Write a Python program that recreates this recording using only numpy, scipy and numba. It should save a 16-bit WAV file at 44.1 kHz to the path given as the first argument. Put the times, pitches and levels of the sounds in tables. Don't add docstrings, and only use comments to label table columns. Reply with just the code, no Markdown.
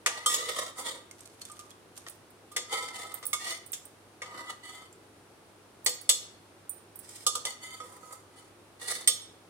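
import sys
import numpy as np
from scipy import signal
from scipy.fft import rfft, irfft, next_fast_len
from scipy.io import wavfile
from numba import njit

SR = 44100
rng = np.random.default_rng(int(sys.argv[2]) if len(sys.argv) > 2 else 0)


def master(y):
    cut = np.clip(np.atleast_2d(y).T, -1, 1)
    pcm = np.round(cut * 32767)
    wavfile.write(sys.argv[1], SR, pcm.astype(np.int16))


N = 418509
TIME = np.arange(N) / SR

# (f/Hz, level per Hz/dB)
AIR = [(15, -55), (25, -21.5), (70, -12), (92, -6.5), (217, -7.5), (344, -1.5), (516, -6.5), (1020, -11.5),
       (1290, -12.5), (1840, -18), (7510, -27.5), (9070, -23), (16000, -39.5)]
# (f/Hz, correlation)
AIR_LIKENESS = [(100, 0.9), (450, 0.78), (2500, 0)]
AIR_DB = -57.72
HUM_HZ, HUM_DB = 101, -69

KNOCK_REGISTERS_HZ = [330, 1000, 1500, 2700, 6500, 11000, 16000]
# (t/s, level/dB, hardness/dB per octave,
# boom of the pot wall/dB, clank of the ladle bowl/dB, favoured mode f/Hz, its boost/dB,
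# ring length factor, left minus right/dB)
KNOCKS = [(0.061, -29, -1, -5.5, 1.5, 1920, 8.5, 0.19, 1), (0.26, -27, 2, 5, -19, 3175, 11, 0.94, 1.5),
          (0.341, -31.5, 1.5, -10, -20, 6930, 26, 0.36, 2), (2.515, -58.5, -1, 5.5, -12, 1210, 18, 1, 1),
          (2.563, -32.5, -.5, -11.5, -1.5, 3535, 0, .62, 2),
          (3.227, -49, -2.5, -3.5, -4, 1210, -11, 0.94, 3), (3.33, -33, 1.5, 2.5, 2, 2190, 19, 0.44, -1),
          (3.731, -40.5, 3.5, -15, -6, 7607, 10, 0.23, 1), (4.218, -46, -3.5, -5, 3, 2190, 10, 0.57, .5),
          (5.861, -26, 0.5, -17.5, -7, 4450, 14, 0.52, 1),
          (6.091, -22, 3, -17.5, -12.5, 7876, 9.5, 0.55, 3), (7.265, -26.5, 1, -.5, -27, 1210, 11, 0.45, 0),
          (7.352, -35.5, 0, -.5, -25, 5420, 5.5, 0.34, -0.5),
          (7.451, -34.5, -1, -13, -13, 3040, 17, 0.27, 0), (7.801, -52.5, -5, 4, -8, 1265, 29, 0.84, -4.5),
          (8.03, -69, -8, 6, -10, 1265, 38, .8, -7), (8.106, -66.5, -6, 7.5, -2, 1265, 29, 0.73, -4),
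          (9.074, -23.5, 4, -14, -8.5, 8560, 25, 0.59, -1)]
THUD_DB, TOP_DB = -13, -12.5
# (f/Hz, relative level/dB, time to fall 60 dB at full ring length/s)
COOKER = [(497, -7, .4), (522, -10, .25), (1210, 0, .55), (1265, -13, .2), (1920, -4, .1), (2190, -9, .15),
          (2645, -23, .2), (3175, -9, .2), (3435, -6, .27), (3535, -4, .3), (3825, -9, .33),
          (4269, -10, .22), (4455, -11, .25), (4862, -10, .25), (5420, -11, .42), (5636, -7, .17),
          (6570, -10, .5), (6930, -6, .16), (7607, -8, .42), (7876, -6, .22), (8560, -6, .11),
          (9211, -7, .28), (9920, -8, .2), (10500, -9, .2), (11940, -13, .2), (13080, -14, .2),
          (14680, -17, .15)]
# (f/Hz, width/Hz, relative level/dB)
LADLE = [(800, 120, -11), (970, 40, -8), (1265, 25, -2), (2030, 28, 2), (3040, 40, -3), (3400, 120, -10),
         (4470, 45, -6), (6230, 70, -11), (6740, 100, -10), (7210, 80, -9), (8100, 220, -11),
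         (9160, 120, -11)]
LADLE_PITCH_HZ = 2030
# (f/Hz, relative level per Hz/dB)
FRICTION = [(250, -12.5), (480, -2), (800, -5.5), (1200, -3.5), (1600, -12), (2100, -10.5), (2550, -13),
            (3300, -2), (4000, -7.5), (5000, -5), (6500, -3), (9000, 2), (11500, -10), (15500, -16.5)]

# (start t/s, peak t/s, end t/s, peak level/dB, easing/dB, drag on the base/dB, grit/dB, broad rasp/dB,
# first pitch f/Hz, last pitch f/Hz)
STROKES = [(0.097, 0.093, .255, -42, 6, 0, -8.5, -6, 1862, 2015),
           (.285, 0.306, .36, -34.5, 0, -6, 2, 6, 1934, 1912),
           (0.369, 0.383, .54, -35, 3, -1.5, -5, -1, 1930, 2056),
           (0.547, 0.568, .70, -35.5, 14.5, 1, -0.5, 0, 2072, 2124),
           (0.769, 0.793, .82, -45.5, 3.5, 7, 6, -5.5, 2063, 2090),
           (.83, 0.887, 1.02, -35.5, 28, -2.5, -4, 6, 2090, 1920),
           (2.70, 2.74, 2.915, -31.5, 17.5, -2, -5.5, -10, 2043, 2123),
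           (2.939, 2.946, 3.19, -41.5, 13.5, -0.5, -2.5, -7.5, 2036, 2064),
           (3.404, 3.517, 3.58, -33.5, 16.5, -9.5, -3.5, -3, 1840, 2086),
           (4.25, 4.26, 4.32, -53.5, 1.5, 5.5, -9, -8, 2040, 1980),
           (4.328, 4.382, 4.45, -45, 11.5, 5, -6, -4, 2000, 1980),
           (4.463, 4.505, 4.56, -39, 30, -0.5, -7, -10, 2000, 1927),
           (4.63, 4.636, 4.86, -45.5, 10, -6, -5.5, -15.5, 2009, 2040),
           (6.996, 7.043, 7.245, -59, -2, -15, 5.5, 30, 2010, 2070),
           (7.466, 7.469, 7.57, -34, 27.5, -8.5, -3, -31, 2024, 1957),
           (7.61, 7.653, 7.79, -43, 9, -7, -3, -23, 2036, 2049),
           (7.816, 7.838, 7.98, -66, 5, 16, 11.5, -3, 2070, 2098),
           (8.009, 8.133, 8.20, -65, 12, 17, 14.5, -13, 2025, 2086),
           (8.338, 8.387, 8.48, -57.5, 14, 2, 0.5, -8, 1987, 2020),
           (8.811, 8.917, 9.04, -35.5, 14.5, -7, 0, 1.5, 1892, 2027)]
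BITE_DB = 12
DRAG_FOLLOWS = 0.69

# (start t/s, end t/s, level/dB)
SQUELCHES = [(1.098, 1.804, -59.5), (1.9, 2.165, -55.5)]

DRIP_REGISTERS_HZ = [400, 1500, 6000, 15000]
# (t/s, bubble f/Hz, level/dB, sharpness/dB per octave)
DRIPS = [(1.111, 2140, -64, 9.5), (1.206, 8440, -62.5, -0.5), (1.256, 4400, -69, 11),
         (1.416, 4340, -58, 6.5), (1.452, 3480, -63.5, 11), (1.498, 1210, -56, 1), (1.516, 8550, -65, 3.5),
         (1.592, 1210, -52.5, 3.5), (1.712, 3350, -67.5, 2), (1.977, 8960, -57.5, -1),
         (2.065, 1870, -58, -5.5), (2.885, 2070, -53.5, 1.5), (4.927, 7440, -75, 4), (7.091, 7300, -64, 2)]

CLINK_REGISTERS_HZ = [8000, 11500, 16000]
# (t/s, favoured mode f/Hz, level/dB)
CLINKS = [(2.097, 10600, -56), (2.304, 13150, -70), (2.518, 8530, -63.5), (3.141, 13150, -46.5),
          (3.254, 15550, -48.5), (3.266, 10120, -42), (3.662, 9870, -58.5), (3.719, 13150, -49),
          (3.853, 8530, -58.5), (5.846, 13150, -53), (5.894, 14680, -46.5), (6.013, 10120, -57),
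          (6.694, 9168, -44), (6.957, 13150, -56), (6.99, 10600, -54.5)]
# (f/Hz, relative level/dB, time to fall 60 dB at full ring length/s)
BANGLES = [(8530, -20.5, 0.15), (9168, -15, 0.41), (9870, -15, 0.14), (10120, -9.5, 0.068),
           (10600, -14.5, .1), (13150, -16, .12), (14680, 9, 0.13), (15550, 3, .07)]

# (f/Hz, left minus right/dB)
SHADE = [(1200, -0.5), (2300, 1.5), (5000, 0), (8600, -5.5), (15000, -4)]
CUTOFF_HZ = 15900


def from_db(db):
    return 10 ** (np.asarray(db) / 20)


def rms_one(x):
    return x / np.sqrt(np.mean(x ** 2) + 1e-20)


def at_hz(points, hz):
    known_hz, values = np.transpose(points)
    return np.interp(np.log(hz + 1e-9), np.log(known_hz), values)


def band(x, low, high):
    return signal.sosfilt(signal.butter(4, [low, high], "band", fs=SR, output="sos"), x)


def colour(x, spectrum):
    size = next_fast_len(x.shape[-1])
    gains = from_db(at_hz(spectrum, np.fft.rfftfreq(size, 1 / SR)))
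    return irfft(rfft(x, size) * gains, size)[..., :x.shape[-1]]


def drift(t, rate):
    steps = (t - t[0]) * rate
    return np.interp(steps, np.arange(4096), rng.standard_normal(4096))


def add(out, start_s, sound):
    at = max(round(start_s * SR), 0)
    out[:, at:at + sound.shape[1]] += sound[:, :N - at]


def room_air():
    size = next_fast_len(N)
    hz = np.fft.rfftfreq(size, 1 / SR)
    alike = at_hz(AIR_LIKENESS, hz)
    mid, side = rfft(rng.standard_normal((2, size))) * from_db(at_hz(AIR, hz))
    side = np.sqrt((1 - alike) / (1 + alike)) * side
    air = irfft(mid + side * [[1], [-1]], size)[:, :N]
    air = air / np.std(air.mean(axis=0))
    hum = np.sin(2 * np.pi * HUM_HZ * TIME + 0.5 * drift(TIME, 17))
    hum = hum * from_db(0.5 * drift(TIME, 8.8))
    return from_db(AIR_DB) * air + from_db(HUM_DB) * rms_one(hum)


def register_levels(edges, level_db, tilt_db=0, favoured_hz=0, lift_db=0):
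    low, high = np.array(edges[:-1]), np.array(edges[1:])
    centres = np.sqrt(low * high)
    octaves = np.log2(centres / centres[len(low) // 2])
    return level_db + tilt_db * octaves + lift_db * ((low <= favoured_hz) & (favoured_hz < high))


def strike(modes, edges, levels_db, favoured_hz, boost_db, length, crash_db, crash_t60, rise_s):
    t = np.arange(SR // 2) / SR
    hz, mode_db, t60 = np.transpose(modes)
    favoured = np.arange(len(hz)) == np.argmin(abs(hz - favoured_hz))
    gains = from_db(mode_db + boost_db * favoured + rng.normal(0, 2, len(hz)))
    hz = hz * (1 + np.minimum(hz / 2e6, .003) * rng.standard_normal(len(hz)))
    lobes = rng.standard_normal((2, len(hz))) * np.minimum(hz / 6000, .5)
    phases = rng.uniform(0, 2 * np.pi, len(hz)) + lobes
    fading = from_db(-60 * t / (t60[:, None] * length))
    rings = np.sin(2 * np.pi * hz[:, None] * t + phases[..., None]) * gains[:, None] * fading

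    common = rms_one(colour(rng.standard_normal(len(t)), FRICTION))
    own = rms_one(colour(rng.standard_normal((2, len(t))), FRICTION))
    rattle_db = 2 * drift(t, 500)
    early, out = slice(0, SR // 30), 0
    for low, high, level_db in zip(edges, edges[1:], levels_db):
        apart = min(low / 3500, 1)
        dying = from_db(rattle_db - 60 * t / crash_t60 * (low / 6000) ** .22)
        crash = (np.sqrt(1 - apart) * common + np.sqrt(apart) * own) * dying
        crash = band(crash, low, high)
        sound = rings[:, (hz >= low) & (hz < high)].sum(axis=1) + from_db(crash_db) * crash
        sound = sound * (1 - np.exp(-t / rise_s))
        out = out + from_db(level_db) * sound / np.sqrt(np.mean(sound[:, early] ** 2))
    return out


def knocks(gain_db=-2.0, ladle_db=-5):
    out = np.zeros((2, N))
    ladle_modes = [(hz, level_db + ladle_db, np.log(1000) / np.pi / width) for hz, width, level_db in LADLE]
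    modes = list(COOKER) + ladle_modes
    for s, level_db, hardness_db, boom_db, clank_db, favoured_hz, boost_db, length, pan_db in KNOCKS:
        levels_db = register_levels(KNOCK_REGISTERS_HZ, level_db, hardness_db)
        levels_db = levels_db + [THUD_DB, boom_db, clank_db, 0, 0, TOP_DB]
        blow = strike(modes, KNOCK_REGISTERS_HZ, levels_db, favoured_hz, boost_db, length,
                      crash_db=6, crash_t60=0.082, rise_s=0.0012)
        add(out, s, from_db(gain_db + pan_db * np.array([[.5], [-.5]])) * blow)
    return out


@njit
def resonate(x, hz, width):
    y, r = np.zeros_like(x), np.exp(-np.pi * width / SR)
    for i in range(2, x.shape[1]):
        pull = 2 * r * np.cos(2 * np.pi * hz[i] / SR)
        for c in range(2):
            push = (1 - r * r) / 2 * (x[c, i] - x[c, i - 2])
            y[c, i] = push + pull * y[c, i - 1] - r * r * y[c, i - 2]
    return y


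def friction(t, slips_per_s=1800, slip_db=0.0, hiss=1.0, judder_db=4.0, judder_per_s=130):
    sizes = from_db(slip_db * np.minimum(rng.exponential(1, len(t)), 4))
    slips = (rng.random(len(t)) < slips_per_s / SR) * sizes * rng.standard_normal((2, len(t)))
    force = rms_one(slips) + hiss * rng.standard_normal((2, len(t)))
    force = force * from_db(judder_db * drift(t, judder_per_s))
    mid, side = force
    side = signal.sosfilt(signal.butter(1, 1700, "high", fs=SR, output="sos"), side)
    return mid + side * np.array([[1], [-1]])


def dense_ring(x, ring_s=0.0048):
    t = np.arange(SR // 30) / SR
    response = rng.standard_normal(len(t)) * np.exp(-t / ring_s)
    response = response / np.linalg.norm(response)
    return signal.fftconvolve(x, response[None], axes=1)[:, :x.shape[1]]


def squeal(t, ladle_hz, waver_db=2.5, wobble=0.0042):
    out = np.zeros((2, len(t)))
    turns = np.cumsum(ladle_hz / LADLE_PITCH_HZ * (1 + wobble * drift(t, 95))) / SR
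    for hz, width, level_db in LADLE:
        if width < 50:
            lobes = rng.uniform(0, 2 * np.pi) + rng.standard_normal((2, 1)) * hz / 6000
            tone = np.sin(2 * np.pi * hz * turns + lobes)
            out += from_db(level_db + waver_db * drift(t, 28.9)) * tone
    return out


def scrapes(base_db=-3.5, wall_db=-2.5, treble_db=-0.5, ladle_db=3, squeal_db=-15, pot_db=9,
            pot_follows=0.72, bump_db=2.0, wander=0.00586, fade_s=.02):
    out = np.zeros((2, N))
    for start, peak, end, peak_db, easing_db, drag_db, grit_db, rasp_db, first_hz, last_hz in STROKES:
        t = np.arange(start - fade_s, end + fade_s, 1 / SR)
        pressure_db = np.interp(t, [start, peak, end], [-BITE_DB, 0, -easing_db])
        ladle_hz = np.interp(t, [start, end], [first_hz, last_hz]) * (1 + wander * drift(t, 18.6))
        force = friction(t)

        sound = from_db(rasp_db) * colour(dense_ring(force), FRICTION)
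        sound += from_db(squeal_db) * squeal(t, ladle_hz)
        for hz, width, level_db in LADLE:
            sliding_hz = hz * ladle_hz / LADLE_PITCH_HZ
            sound += from_db(level_db + ladle_db) * resonate(force, sliding_hz, width)
        for hz, level_db, t60 in COOKER:
            ring = resonate(force, np.full(len(t), float(hz)), 4.4 / t60)
            sound += from_db(pot_db + pot_follows * rasp_db + level_db) * ring

        low_db = base_db + drag_db + DRAG_FOLLOWS * pressure_db + bump_db * drift(t, 37.2)
        low = from_db(low_db) * rms_one(band(sound, 190, 1430))
        middle = from_db(wall_db + pressure_db) * rms_one(band(sound, 1540, 4550))
        treble = from_db(treble_db + grit_db + pressure_db) * rms_one(band(sound, 4720, 19845))
        fade = np.clip(np.minimum(t - t[0], t[-1] - t) / fade_s, 0, 1)
        add(out, t[0], from_db(peak_db) * (low + middle + treble) * fade)
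    return out


def squelches():
    out = np.zeros((2, N))
    for start, end, level_db in SQUELCHES:
        t = np.arange(start, end, 1 / SR)
        crackle = friction(t, slips_per_s=250, slip_db=3.5, hiss=0.76, judder_db=9, judder_per_s=68.9)
        crackle = band(crackle, 1500, 11600)
        add(out, start, from_db(level_db) * rms_one(crackle * np.hanning(len(t))))
    return out


def drips(gain_db=-5.5, bubble_db=-9, bubble_t60=0.063):
    out = np.zeros((2, N))
    for s, bubble_hz, level_db, sharpness_db in DRIPS:
        modes = list(COOKER[:4]) + [(bubble_hz, bubble_db, bubble_t60)]
        levels_db = register_levels(DRIP_REGISTERS_HZ, level_db, sharpness_db, bubble_hz, lift_db=13.5)
        smack = strike(modes, DRIP_REGISTERS_HZ, levels_db, bubble_hz, boost_db=39, length=0.82,
                       crash_db=31.5, crash_t60=0.034, rise_s=0.00025)
        add(out, s, smack)
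    return from_db(gain_db) * out


def bangles(pan_db=-5):
    out = np.zeros((2, N))
    for s, favoured_hz, level_db in CLINKS:
        levels_db = register_levels(CLINK_REGISTERS_HZ, level_db, favoured_hz=favoured_hz, lift_db=4.5)
        clink = strike(BANGLES, CLINK_REGISTERS_HZ, levels_db, favoured_hz, boost_db=31, length=0.34,
                       crash_db=13.5, crash_t60=0.086, rise_s=0.00019)
        add(out, s, clink)
    return out * from_db(pan_db * np.array([[.5], [-.5]]))


def placed(x):
    half_db = [(hz, balance_db / 2) for hz, balance_db in SHADE]
    left = colour(x[0], half_db)
    right = colour(x[1], [(hz, -level_db) for hz, level_db in half_db])
    return np.array([np.roll(left, 5), right])


def kitchen(x, t60=0.49, treble_t60=0.31, wet_db=-11):
    t = np.arange(SR // 2) / SR
    noise = rng.standard_normal((2, len(t))) * np.clip((t - .004) / 0.0057, 0, 1)
    tail = band(noise, 150, 6000) * from_db(-60 * t / t60)
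    tail = tail + band(noise, 6000, 17000) * from_db(-60 * t / treble_t60)
    tail = from_db(wet_db) * rms_one(tail) / np.sqrt(len(t))
    return x + signal.fftconvolve(x, tail, axes=1)[:, :N]


def scene():
    sources = knocks() + scrapes() + squelches() + drips() + bangles()
    return room_air() + kitchen(placed(sources))


def record(dry):
    return signal.sosfilt(signal.ellip(10, .2, 80, CUTOFF_HZ, fs=SR, output="sos"), dry)


dry = scene()
out = record(dry)
master(out)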